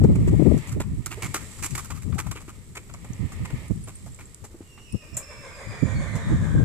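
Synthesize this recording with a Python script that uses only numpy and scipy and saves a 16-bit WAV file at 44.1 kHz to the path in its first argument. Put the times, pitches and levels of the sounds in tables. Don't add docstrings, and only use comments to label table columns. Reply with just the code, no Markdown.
import sys
import numpy as np
from scipy import signal
from scipy.fft import rfft, irfft, next_fast_len
from scipy.io import wavfile
from scipy.ndimage import uniform_filter1d, map_coordinates

SR = 44100
rng = np.random.default_rng(int(sys.argv[2]) if len(sys.argv) > 2 else 0)


def waveform_to_disk(signal):
    frames = np.transpose(np.atleast_2d(signal))
    scaled = np.clip(frames, -1, 1) * 32767
    samples = np.round(scaled).astype(np.int16)
    wavfile.write(sys.argv[1], SR, samples)


N = 293204

# frequency in Hz, relative level in dB.
FAR_RUMBLE_SPECTRUM = [(20, 2.5), (50, 9), (90, 8), (150, -8.5), (260, -6), (420, -5.5), (750, -23),
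                       (1200, -18.5), (3000, -30)]
BREEZE_SPECTRUM = [(200, 7.5), (500, -0.5), (750, -4.5), (950, 0), (1100, -6), (1250, 2), (1380, -10),
                   (1550, -15), (1720, -2.5), (1880, 4), (2020, 1), (2170, 4), (2400, -1.5), (2600, -5),
                   (3600, -10), (6000, -17.5), (12000, -23.5)]
RUSTLE_SPECTRUM = [(1500, -3), (3300, 1), (5500, 1.5), (6600, 3.5), (7700, 13.5), (8800, 4.5),
                   (11000, -2.5), (14500, -11.5)]
# time in seconds, relative level in dB.
BREEZE_LEVEL = [(0.0, -61.5), (0.4, -55.5), (0.66, -51.5), (0.82, -67.5), (1.08, -64), (1.2, -54.5),
                (1.86, -63.5), (1.99, -67), (2.4, -73), (2.55, -66), (2.78, -74.5), (3.11, -59.5),
                (3.46, -55), (3.65, -53.5), (3.73, -67), (4.6, -72)]
RUSTLE_LEVEL = [(0.0, -62), (0.64, -56), (0.76, -63), (1.06, -61.5), (1.3, -53), (1.81, -50.5),
                (1.92, -59.5), (2.7, -62), (4.02, -59), (4.49, -63.5), (5.6, -61.5)]
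# frequency in Hz, correlation from 0 to 1.
AIR_COHERENCE = [(100, 1), (650, 0.88), (1400, 0.16), (2500, 0.0099), (6000, 0.041)]
# frequency in Hz, t60 (time to fall 60 dB) in seconds.
WOODS_DECAY = [(500, 0.29), (1200, 0.72), (2600, 1.44), (7000, 0.92)]

# time in seconds, relative level in dB.
PUSH_LEFT = [(0, -20.5), (0.57, -19), (0.63, -45), (1.15, -44.5), (1.36, -38.5), (1.54, -45.5),
             (1.7, -33.5), (2.28, -31), (2.4, -44.5), (3.3, -46), (3.75, -38.5), (4.0, -47), (4.8, -57.5),
             (5.55, -50), (6.2, -34.5)]
PUSH_RIGHT = [(0, -19), (0.379, -23), (0.47, -46), (0.7, -46), (1.1, -31.5), (1.42, -58), (2.0, -48),
              (3.05, -48.5), (3.78, -32.5), (3.9, -38.5), (4.35, -55), (5.68, -49.5), (5.88, -26),
              (6.65, -27)]
# start and hold in seconds, relative level in dB, port (0 left, 1 right).
PORT_GUSTS = [(0.0, 0.056, -12.5, 0), (0.0, 0.041, -33, 1), (0.16, 0.076, -19, 1), (0.268, 0.13, -20.5, 0),
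              (0.397, 0.13, -22, 0), (0.524, 0.038, -23.5, 1), (0.672, 0.15, -29, 0), (0.714, .1, -24.5, 1),
              (0.84, 0.046, -25.5, 0), (0.907, 0.044, -26, 0), (0.886, 0.052, -25, 1),
              (0.967, 0.038, -21.5, 1), (1.224, 0.033, -26.5, 1), (1.282, 0.028, -28.5, 0),
              (2.035, 0.047, -26.5, 0), (2.117, 0.042, -21, 0), (2.256, 0.059, -28, 0),
              (3.091, 0.016, -23, 1), (3.12, 0.029, -34, 0), (3.188, 0.073, -21, 1),
              (3.342, 0.089, -30.5, 0), (3.388, 0.053, -24.5, 1), (3.523, 0.024, -21, 0),
              (3.698, 0.023, -16, 1), (3.76, 0.043, -38, 0), (4.029, 0.11, -38, 1),
              (4.409, 0.033, -36.5, 0), (4.903, 0.019, -40, 1), (4.928, 0.024, -18.5, 0),
              (5.03, 0.035, -43, 0), (5.116, 0.058, -33, 1), (5.375, 0.033, -44, 0),
              (5.653, 0.066, -31.5, 0), (5.815, 0.04, -14.5, 1), (5.936, 0.08, -25, 0),
              (5.947, 0.086, -28.5, 1), (6.144, 0.018, -18, 1), (6.255, 0.29, -22, 0),
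              (6.309, 0.048, -14.5, 1), (6.538, 0.11, -16, 0), (6.545, 0.039, -18, 1)]
# peak time and half-width in seconds, level in dB, port (0 left, 1 right).
PORT_PUFFS = [(0.05, 0.0065, -6, 0), (0.166, 0.0064, -18.5, 1), (0.277, 0.0031, -15.5, 0),
              (0.4, 0.0044, -7, 0), (0.424, 0.0053, -8.5, 0), (0.465, 0.0085, -9.5, 0),
              (0.519, 0.0047, -8.5, 0), (0.545, 0.0039, -10.5, 0), (0.771, 0.013, -24.5, 1),
              (3.706, 0.0047, -21, 1), (4.952, 0.0035, -32, 0), (5.856, 0.0033, -36, 1)]
# frequency in Hz, relative level in dB.
BUFFET_SPECTRUM = [(15, -35), (30, -13.5), (60, 0.5), (110, 4.5), (170, -3), (260, -13.5), (400, -28.5),
                   (650, -51), (1200, -43.5), (3000, -117)]
EDDY_SPECTRUM = [(60, -22.5), (180, 9), (330, 1.5), (500, -9.5), (750, -22.5), (1200, -39), (2500, -66),
                 (6000, -85)]

# start in seconds, level in dB.
WHIP_SNAPS = [(5.1681, -26)]
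# frequency in Hz, relative level in dB.
SNAP_SPECTRUM = [(400, -10), (1800, -8), (3500, -16), (5500, -18), (6600, 0), (7300, 12), (8300, 2),
                 (10500, -6.5), (14500, -9)]

# time in seconds, crest pitch in Hz, relative level in dB,
# dip between crests as a share of the pitch, relative overtone level in dB.
SQUEAL_CONTOUR = [(4.58, 2764, -66, .008, -25), (4.67, 2830, -52, 0, -23), (4.72, 2840, -41, .02, -17),
                  (4.8, 2832, -45.5, .06, -16.5), (4.96, 2817, -46, .12, -6), (5.11, 2720, -51.5, .13, -11),
                  (5.25, 2664, -45.5, .12, -20), (5.4, 2658, -48.5, .16, -12.5), (5.54, 2478, -50, .15, -7),
                  (5.68, 2413, -45, .22, -18.5), (5.82, 2338, -44, .23, -16), (5.96, 2217, -45, .19, -14),
                  (6.1, 2079, -42.5, .15, -15), (6.24, 1901, -44.5, .1, -16), (6.38, 1682, -49, .07, -30),
                  (6.52, 1606, -40, .06, -24), (6.65, 1565, -65, 0.066, -27)]
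# time in seconds, pitch in Hz, relative level in dB.
NEIGH_THROBS = [(4.58, 580, -88), (4.725, 580, -101), (4.87, 585, -88), (5.02, 577.5, -50.5),
                (5.17, 569, -44), (5.31, 533, -42), (5.45, 521.4, -39.5), (5.595, 505, -39),
                (5.735, 517.4, -38.5), (5.88, 518, -37), (6.02, 510, -37), (6.16, 506.3, -36.5),
                (6.3, 510, -37), (6.445, 519.7, -38.5), (6.585, 518.4, -43.5), (6.72, 510, -56)]
# frequency in Hz, gain in dB.
THROAT_RESPONSE = [(300, 2), (560, 4.5), (800, 3.5), (1150, 3), (1400, 0.5), (1800, 0.5), (2300, -6.5),
                   (2650, -14.5), (2950, -14.5), (3400, -3), (4100, -11), (4900, -17), (7000, -3.5),
                   (10000, -10.5), (14000, -53)]
NOSE_RESPONSE = [(700, 4), (1600, 4.5), (2300, 5.5), (2800, -8.5), (3100, 6), (4000, 16), (4550, 2),
                 (5200, 16), (5700, 0), (6200, 13), (7000, 24.5), (8000, -12), (10000, -22)]
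HEAD_RESONANCES = [433.5, 542, 664, 980, 1210, 1575, 1830, 2120, 2370]

# start in seconds, pitch in Hz, level in dB, t60 in seconds.
HOLLOW_KNOCKS = [(0.803, 402, -21.5, 0.034), (1.173, 445, -33.5, 0.11), (1.345, 380, -30.5, 0.053),
                 (2.357, 345, -28.5, 0.017), (2.481, 317, -30, 0.025), (4.443, 430, -43, 0.031),
                 (4.543, 306, -35.5, 0.068), (4.606, 275, -28.5, 0.03), (5.205, 506, -23, 0.007)]
# start in seconds, relative level in dB, pitch in Hz, t60 in seconds.
PEBBLE_TICKS = [(2.9384, -27, 7200, 0.018), (2.94, -35, 5160, .012), (3.1338, -30, 6300, 0.016),
                (3.681, -35, 8800, 0.028), (3.759, -34, 8100, .03), (3.8276, -39, 9000, .02),
                (3.839, -30.5, 8800, 0.06), (3.954, -30.5, 8560, 0.084), (4.12, -37, 7500, .04),
                (4.1465, -30, 7700, .025), (4.255, -34, 7550, 0.045), (4.345, -33, 8700, 0.028),
                (4.9244, -27, 8800, 0.031), (5.1445, -31, 7240, 0.081)]
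# peak time and half-width in seconds, pitch in Hz,
# glide in Hz a second, level in dB.
SAND_SQUEAKS = [(2.18, 0.0085, 810, 3400, -41.5)]
# start, rise and
# length in seconds, relative levels of crunch, grit and thud in dB, ring pitch in Hz.
CRACKLES_AND_HOOVES = [(0.037, .001, 0.013, -39.5, -49, -49, 870),
                       (0.152, .002, .005, -43, -44.5, -32, 2420),
                       (0.272, 0.0037, 0.019, -41, -47, -54, 1030),
                       (0.573, .005, 0.017, -45, -47, -65, 2100),
                       (0.67, .008, 0.029, -44.5, -45, -57, 2600),
                       (0.711, 0.0051, .027, -47, -47, -60, 1330),
                       (0.8, 0.00086, 0.022, -35.5, -43.5, -53, 970),
                       (1.06, .0003, 0.0018, -29.5, -29.5, -50, 1350),
                       (1.106, 0.008, 0.029, -36, -42, -61, 2630),
                       (1.22, .004, 0.046, -35, -38.5, -47, 2130),
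                       (1.3413, 0.0013, 0.03, -31.5, -32.5, -41, 1310),
                       (1.401, 0.0074, 0.022, -45, -48, -61, 1680),
                       (1.585, 0.0053, 0.013, -45.5, -44, -62, 1250),
                       (1.623, 0.0041, 0.042, -35.5, -32, -57, 2470),
                       (1.707, 0.00027, .001, -42.5, -36, -59, 2540),
                       (1.748, 0.0037, 0.018, -36.5, -37, -54, 2170),
                       (1.777, .002, 0.021, -35, -36, -56, 1140), (1.842, .005, 0.018, -43, -41, -60, 1310),
                       (1.902, 0.0018, 0.02, -38.5, -42.5, -33.5, 1130),
                       (1.942, .007, 0.044, -48.5, -50, -60, 1240),
                       (2.019, 0.0037, 0.015, -50.5, -48, -52, 2190),
                       (2.123, .0006, 0.0016, -36.5, -55, -67, 1160),
                       (2.144, .002, 0.0078, -45, -47, -53, 1180),
                       (2.18, 0.0048, .024, -30, -34, -46, 1240),
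                       (2.263, 0.0018, 0.0096, -38, -44, -37, 890),
                       (2.311, 0.0018, 0.0073, -33, -36, -38, 1140),
                       (2.35, 0.011, .032, -37.5, -47, -55, 2560),
                       (2.404, 0.0045, .015, -48, -49, -43, 1170),
                       (2.477, 0.0064, .026, -42.5, -49.5, -58, 1260),
                       (2.75, 0.0023, 0.026, -44.5, -49.5, -59, 2120),
                       (2.767, 0.0029, 0.01, -34.5, -42.5, -36, 2200),
                       (2.895, .002, 0.0077, -44, -56, -46, 930),
                       (2.939, 0.00088, 0.0023, -37.5, -46, -40, 1200),
                       (3.044, 0.0015, .007, -44, -50.5, -38, 1020),
                       (3.318, 0.0059, 0.017, -43, -45, -38, 1210),
                       (3.447, .004, 0.014, -39, -48, -45, 1030),
                       (3.501, .001, .004, -40.5, -51, -41, 1100),
                       (3.872, 0.01, 0.028, -44.5, -48, -29.5, 1090),
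                       (4.06, 0.0045, 0.019, -51, -50.5, -37, 840),
                       (4.188, 0.0031, 0.031, -46.5, -53, -41, 2250),
                       (4.438, 0.005, 0.02, -50, -45.5, -35.5, 830),
                       (4.61, .002, .01, -54.5, -72, -52, 840), (4.774, .005, 0.015, -46, -67, -58, 870),
                       (6.152, 0.0046, .017, -52, -43.5, -55, 1790)]
# frequency in Hz, relative level in dB.
CRUNCH_SPECTRUM = [(120, -27), (300, 13.5), (550, -4.5), (800, 5), (1200, 9.5), (1700, 4), (2300, 7),
                   (3200, -1), (4500, -4.5), (7000, -28)]
GRIT_SPECTRUM = [(2000, -23), (3800, -7.5), (5500, -0.5), (6600, 4), (7600, 9.5), (8700, 1), (11000, -2.5),
                 (14500, -8.5)]
# time in seconds, left over right in dB, left lag in ms.
HORSE_PATH = [(0, 0, -0.15), (1.1, -3.5, -0.075), (1.25, -0.5, 0.06), (1.65, -3, 0.053), (2.2, -1, .08),
              (2.9, 0.5, 0.13), (4.4, -0.5, 0.055)]

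# frequency in Hz, left over right in dB.
PORT_BALANCE = [(700, 1), (1300, 3), (2000, -0.5), (3300, -2.5), (4500, -0.5), (6100, 4), (7500, -1),
                (8900, 0.5), (10200, -6.5), (14500, -4.5)]


def amp(db):
    return 10 ** (np.asarray(db) / 20)


def unit(x):
    return x / np.sqrt(np.mean(x ** 2) + 1e-20)


def along(points, hz):
    point_hz, values = np.transpose(points)
    return np.interp(np.log(hz + 1), np.log(point_hz + 1), values)


def curves(rows):
    times, *columns = np.transpose(rows)
    return [np.interp(np.arange(N) / SR, times, column) for column in columns]


def wobble(rate):
    return unit(map_coordinates(rng.standard_normal(N // 8), [np.arange(N) * rate / SR], mode="wrap"))


def filtered(x, response):
    size = next_fast_len(N + SR // 2)
    return irfft(rfft(x, size) * response(np.fft.rfftfreq(size, 1 / SR)), size)[..., :N]


def coloured(x, spectrum, size=2048):
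    cepstrum = irfft(np.log(amp(along(spectrum, np.fft.rfftfreq(size, 1 / SR)))))
    cepstrum[1:size // 2] *= 2
    cepstrum[size // 2 + 1:] = 0
    ring = irfft(np.exp(rfft(cepstrum)))
    return signal.fftconvolve(np.atleast_2d(x), ring[None] / np.linalg.norm(ring), axes=1)[:, :N]


def resonance(x, hz, q):
    return signal.lfilter(*signal.iirpeak(hz, q, SR), x)


def even(x, size):
    return x / np.sqrt(np.abs(uniform_filter1d(uniform_filter1d(x ** 2, size), size)) + 1e-9)


def noise(spectrum):
    return unit(filtered(rng.standard_normal(N), lambda hz: amp(along(spectrum, hz))))


def diffuse(spectrum):
    def mid_side_gains(hz):
        angle = np.arccos(np.clip(along(AIR_COHERENCE, hz), -1, 1)) / 2
        return amp(along(spectrum, hz)) * [np.cos(angle), np.sin(angle)]
    mid, side = filtered(rng.standard_normal((2, N)), mid_side_gains)
    return unit(np.array([mid + side, mid - side]))


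def grains(spiky_db, spread):
    direct = rng.standard_normal(N)
    return unit((direct + spread * rng.standard_normal((2, N))) * amp(spiky_db * wobble(1100)))


def lag_left(x, samples):
    return np.array([np.roll(x[0], samples), x[1]])


def outdoors(rustle_gain_db=5.0, breeze_gain_db=8.5):
    rustle_db = curves(RUSTLE_LEVEL)[0] + rustle_gain_db
    breeze_db = curves(BREEZE_LEVEL)[0] + breeze_gain_db
    rustle = diffuse(RUSTLE_SPECTRUM) * amp(rustle_db + 1.2 * wobble(310)) * amp([[-1.8], [1.5]])
    breeze = diffuse(BREEZE_SPECTRUM) * amp(breeze_db + 0.82 * wobble(35)) * amp([[-1], [1]])
    rumble = amp(-50.5 + 1.5 * wobble(23)) * diffuse(FAR_RUMBLE_SPECTRUM)
    return rustle + breeze + rumble


def woods(x):
    scatter = diffuse([(100, 0)])[:, :SR]
    hz, t, bands = signal.stft(scatter, SR, nperseg=256)
    decay = amp(-60 * t / along(WOODS_DECAY, hz)[:, None])
    _, tail = signal.istft(bands * decay, SR, nperseg=256)
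    return signal.fftconvolve(x[None], tail / np.linalg.norm(tail[0]), axes=1)[:, :N]


def eddies():
    return even(noise(EDDY_SPECTRUM), size=350)


def wind_level(push, port, rise_s=0.014, fall_s=0.0085, push_flutter_db=3.2, gust_flutter_db=0.5):
    t = np.arange(SR // 2) / SR
    gusts = np.zeros(N + SR)
    for start, hold, db, side in PORT_GUSTS:
        if round(side) == port:
            shape = np.minimum(t / rise_s, 1) * np.exp(-np.maximum(t - hold, 0) / fall_s)
            gusts[round(start * SR):][:len(t)] += amp(db) * shape
    flutter = wobble(26)
    steady = amp(curves(push)[0] + push_flutter_db * flutter)
    return 20 * np.log10(np.hypot(steady, gusts[:N] * amp(gust_flutter_db * flutter)))


def buffeting(level_db, gain_db=1.07, eddy_db=-13, eddy_growth=0.99):
    rumble = even(noise(BUFFET_SPECTRUM), size=700)
    swirl = eddies() * amp(eddy_db + 5.4 * wobble(70) + eddy_growth * (level_db + 16.5))
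    return amp(level_db + gain_db) * (rumble + swirl)


def puffs():
    t, shape = np.arange(N) / SR, np.zeros((2, N))
    for peak, width, db, port in PORT_PUFFS:
        shape[round(port)] += amp(db) * np.exp(-((t - peak) / width) ** 2 / 2)
    return shape * np.array([eddies(), eddies()])


def knocks(q=2.5, rise_s=0.0014):
    t, out = np.arange(SR // 3) / SR, np.zeros(N)
    for start, hz, db, t60 in HOLLOW_KNOCKS:
        band = resonance(resonance(rng.standard_normal(SR // 2), hz, q), hz, q)
        ring = even(band, size=300)[-len(t):]
        out[round(start * SR):][:len(t)] += ring * (1 - np.exp(-t / rise_s)) * amp(db - 60 * t / t60)
    return out


def whip(crack_t60=0.12, tail_db=-8, tail_t60=0.16):
    t, shape = np.arange(N) / SR, np.zeros(N)
    for start, db in WHIP_SNAPS:
        age = np.maximum(t - start, 0)
        shape += (t > start) * amp(db) * (amp(-60 * age / crack_t60) + amp(tail_db - 60 * age / tail_t60))
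    return lag_left(coloured(shape * grains(spiky_db=-1.0, spread=1.0), SNAP_SPECTRUM), samples=1)


def neigh(beat, rough, sag=0.14, throb_db=12, head_width_hz=125, head_bypass=0.56):
    pitch_hz, level_db = curves(NEIGH_THROBS)
    jitter = np.sqrt(rough) * (0.14 * wobble(260) + 0.09 * wobble(45))
    phase = 2 * np.pi * np.cumsum(pitch_hz * (1 - sag * np.sin(beat) + jitter)) / SR
    pulses = unit(sum(np.cos(k * phase) for k in range(1, 18)))
    rasp = unit((1 + np.cos(phase)) * rng.standard_normal(N))
    throat = coloured(pulses + np.sqrt(rough) * rasp, THROAT_RESPONSE)[0]
    head = sum(resonance(throat, hz, hz / head_width_hz) for hz in HEAD_RESONANCES)
    trough_db = throb_db * (1 - 0.5 * rough) * (np.cos(beat) - 1)
    return unit(head_bypass * throat + head) * amp(level_db + trough_db), phase


def squeal(t, beat, rough, neigh_phase, lead_rad=2.2, sideband_gain=0.44):
    _, level_db, dip, overtone_db = curves(SQUEAL_CONTOUR)
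    throb_s = np.diff(np.transpose(NEIGH_THROBS)[0]).mean()
    held_time = t - np.sin(beat + lead_rad) * throb_s / (2 * np.pi)
    crest_hz = np.interp(held_time, *np.transpose(SQUEAL_CONTOUR)[:2])
    swoop = (1 - np.tanh(3 * (np.cos(beat + lead_rad) + 0.25))) / 2
    jitter = 0.005 * wobble(14) + (0.011 + 0.005 * rough) * wobble(140)
    phase = 2 * np.pi * np.cumsum(crest_hz * (1 - dip * swoop + jitter)) / SR
    second = amp(overtone_db - 1 + 4.5 * wobble(30)) * np.sin(2 * phase)
    third = amp(overtone_db - 7 + 4.5 * wobble(30)) * np.sin(3 * phase)
    sideband = sideband_gain * rough * np.sin(phase - neigh_phase)
    voice = np.sin(phase) + amp(-18 * swoop) * (second + third) + sideband
    voice *= amp(level_db - 4.5 + 1.9 * wobble(60))
    return filtered(voice, lambda hz: amp(along(NOSE_RESPONSE, hz)))


def whinny(hoarse_from_s=4.85, hoarse_per_s=0.7, hoarse_most=0.88):
    t = np.arange(N) / SR
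    rough = np.clip(hoarse_per_s * (t - hoarse_from_s), 0.05, hoarse_most)
    throb_times = np.transpose(NEIGH_THROBS)[0]
    beat = 2 * np.pi * np.interp(t, throb_times, np.arange(len(throb_times)))
    low_voice, low_phase = neigh(beat, rough)
    return (t > SQUEAL_CONTOUR[0][0]) * (low_voice + squeal(t, beat, rough, low_phase))


def pebbles(tick_db=-12, tick_t60=0.022, ring_db=-5):
    t, out = np.arange(SR // 10) / SR, np.zeros((2, N))
    sandy = coloured(grains(spiky_db=9.5, spread=1.0), GRIT_SPECTRUM)
    for start, db, hz, t60 in PEBBLE_TICKS:
        span = slice(round(start * SR), round(start * SR) + len(t))
        drift = 0.02 * np.cumsum(rng.standard_normal(len(t)))
        ring = amp(ring_db - 60 * t / t60) * np.sin(2 * np.pi * hz * t + drift)
        tick = amp(tick_db - 60 * t / tick_t60) * sandy[:, span]
        out[:, span] += amp(db) * (tick + ring)
    return lag_left(out, samples=2)


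def squeaks():
    out = np.zeros(N)
    for peak, width, hz, glide, db in SAND_SQUEAKS:
        age = np.arange(N) / SR - peak
        phase = 2 * np.pi * (hz + glide * age / 2) * age + 0.3 * wobble(200)
        out += amp(db) * np.exp(-(age / width) ** 2 / 2) * np.sin(phase)
    return out


def crackles_and_hooves(fade_db=6.0, settle_t60=0.065, spray_db=-19, spray_t60=0.43,
                        ring_gain=1.3, ring_q=7, thud_hz=600, thud_t60=0.071):
    crunch, grit, thuds = np.zeros((3, 2, N + SR))
    t = np.arange(SR // 2) / SR
    path_s, path_db, path_ms = np.transpose(HORSE_PATH)
    coarse = even(grains(spiky_db=2.5, spread=0.31), size=400)
    fine = even(grains(spiky_db=-0.5, spread=1.0), size=400)
    lumps = unit(amp(2.8 * wobble(320)))
    dull = even(resonance(resonance(rng.standard_normal(N), thud_hz, q=1), thud_hz, q=1), size=250)
    offsets = rng.integers(0, N - len(t), len(CRACKLES_AND_HOOVES))
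    for row, offset in zip(CRACKLES_AND_HOOVES, offsets):
        start, rise, length, crunch_db, grit_db, thud_db, ring_hz = row
        span = slice(round(start * SR), round(start * SR) + len(t))
        patch = slice(offset, offset + len(t))
        pan_db = np.interp(start, path_s, path_db)
        pan = amp([[pan_db / 2], [-pan_db / 2]])
        lag = round(np.interp(start, path_s, path_ms) * SR / 1000)
        onset = 1 - np.exp(-t / rise)
        press = onset * amp(4.5 - fade_db * np.minimum(t / length, 1)) * lumps[patch]
        after = np.maximum(t - length, 0)
        shape = press * np.hypot(amp(-60 * after / settle_t60), amp(spray_db - 60 * after / spray_t60))
        burst = amp(crunch_db) * pan * shape * coarse[:, patch]
        weight = onset * amp(thud_db - 4.0 - 60 * t / thud_t60)
        crunch[:, span] += lag_left(burst + ring_gain * resonance(burst, ring_hz, ring_q), lag)
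        grit[:, span] += lag_left(amp(grit_db) * pan * shape * fine[:, patch], lag)
        thuds[:, span] += lag_left(pan * weight * dull[patch], lag)
    grainy = amp(-3.5) * coloured(crunch, CRUNCH_SPECTRUM) + amp(0.86) * coloured(grit, GRIT_SPECTRUM)
    return grainy + thuds[:, :N]


def scene():
    near = crackles_and_hooves() + pebbles() + squeaks() + whip() + knocks()
    call = whinny()
    far = (amp(-6.0) * call + amp(1.48) * woods(call)) * amp([[-1.5], [1.5]])
    wind_left = buffeting(wind_level(PUSH_LEFT, port=0))
    wind_right = buffeting(wind_level(PUSH_RIGHT, port=1))
    wind = np.array([wind_left, wind_right]) + puffs()
    near_echo = amp(-17.0) * woods(near.mean(axis=0))
    return outdoors() + wind + near_echo + far + near


def record(dry, top_hz=14750):
    ports = filtered(dry, lambda hz: np.sqrt(2 / (1 + amp(along(PORT_BALANCE, hz) * [[-2], [2]]))))
    rounded = ports / (1 + ports ** 6) ** (1 / 6)
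    return filtered(rounded, lambda hz: hz < top_hz)


dry = scene()
out = record(dry)
waveform_to_disk(out)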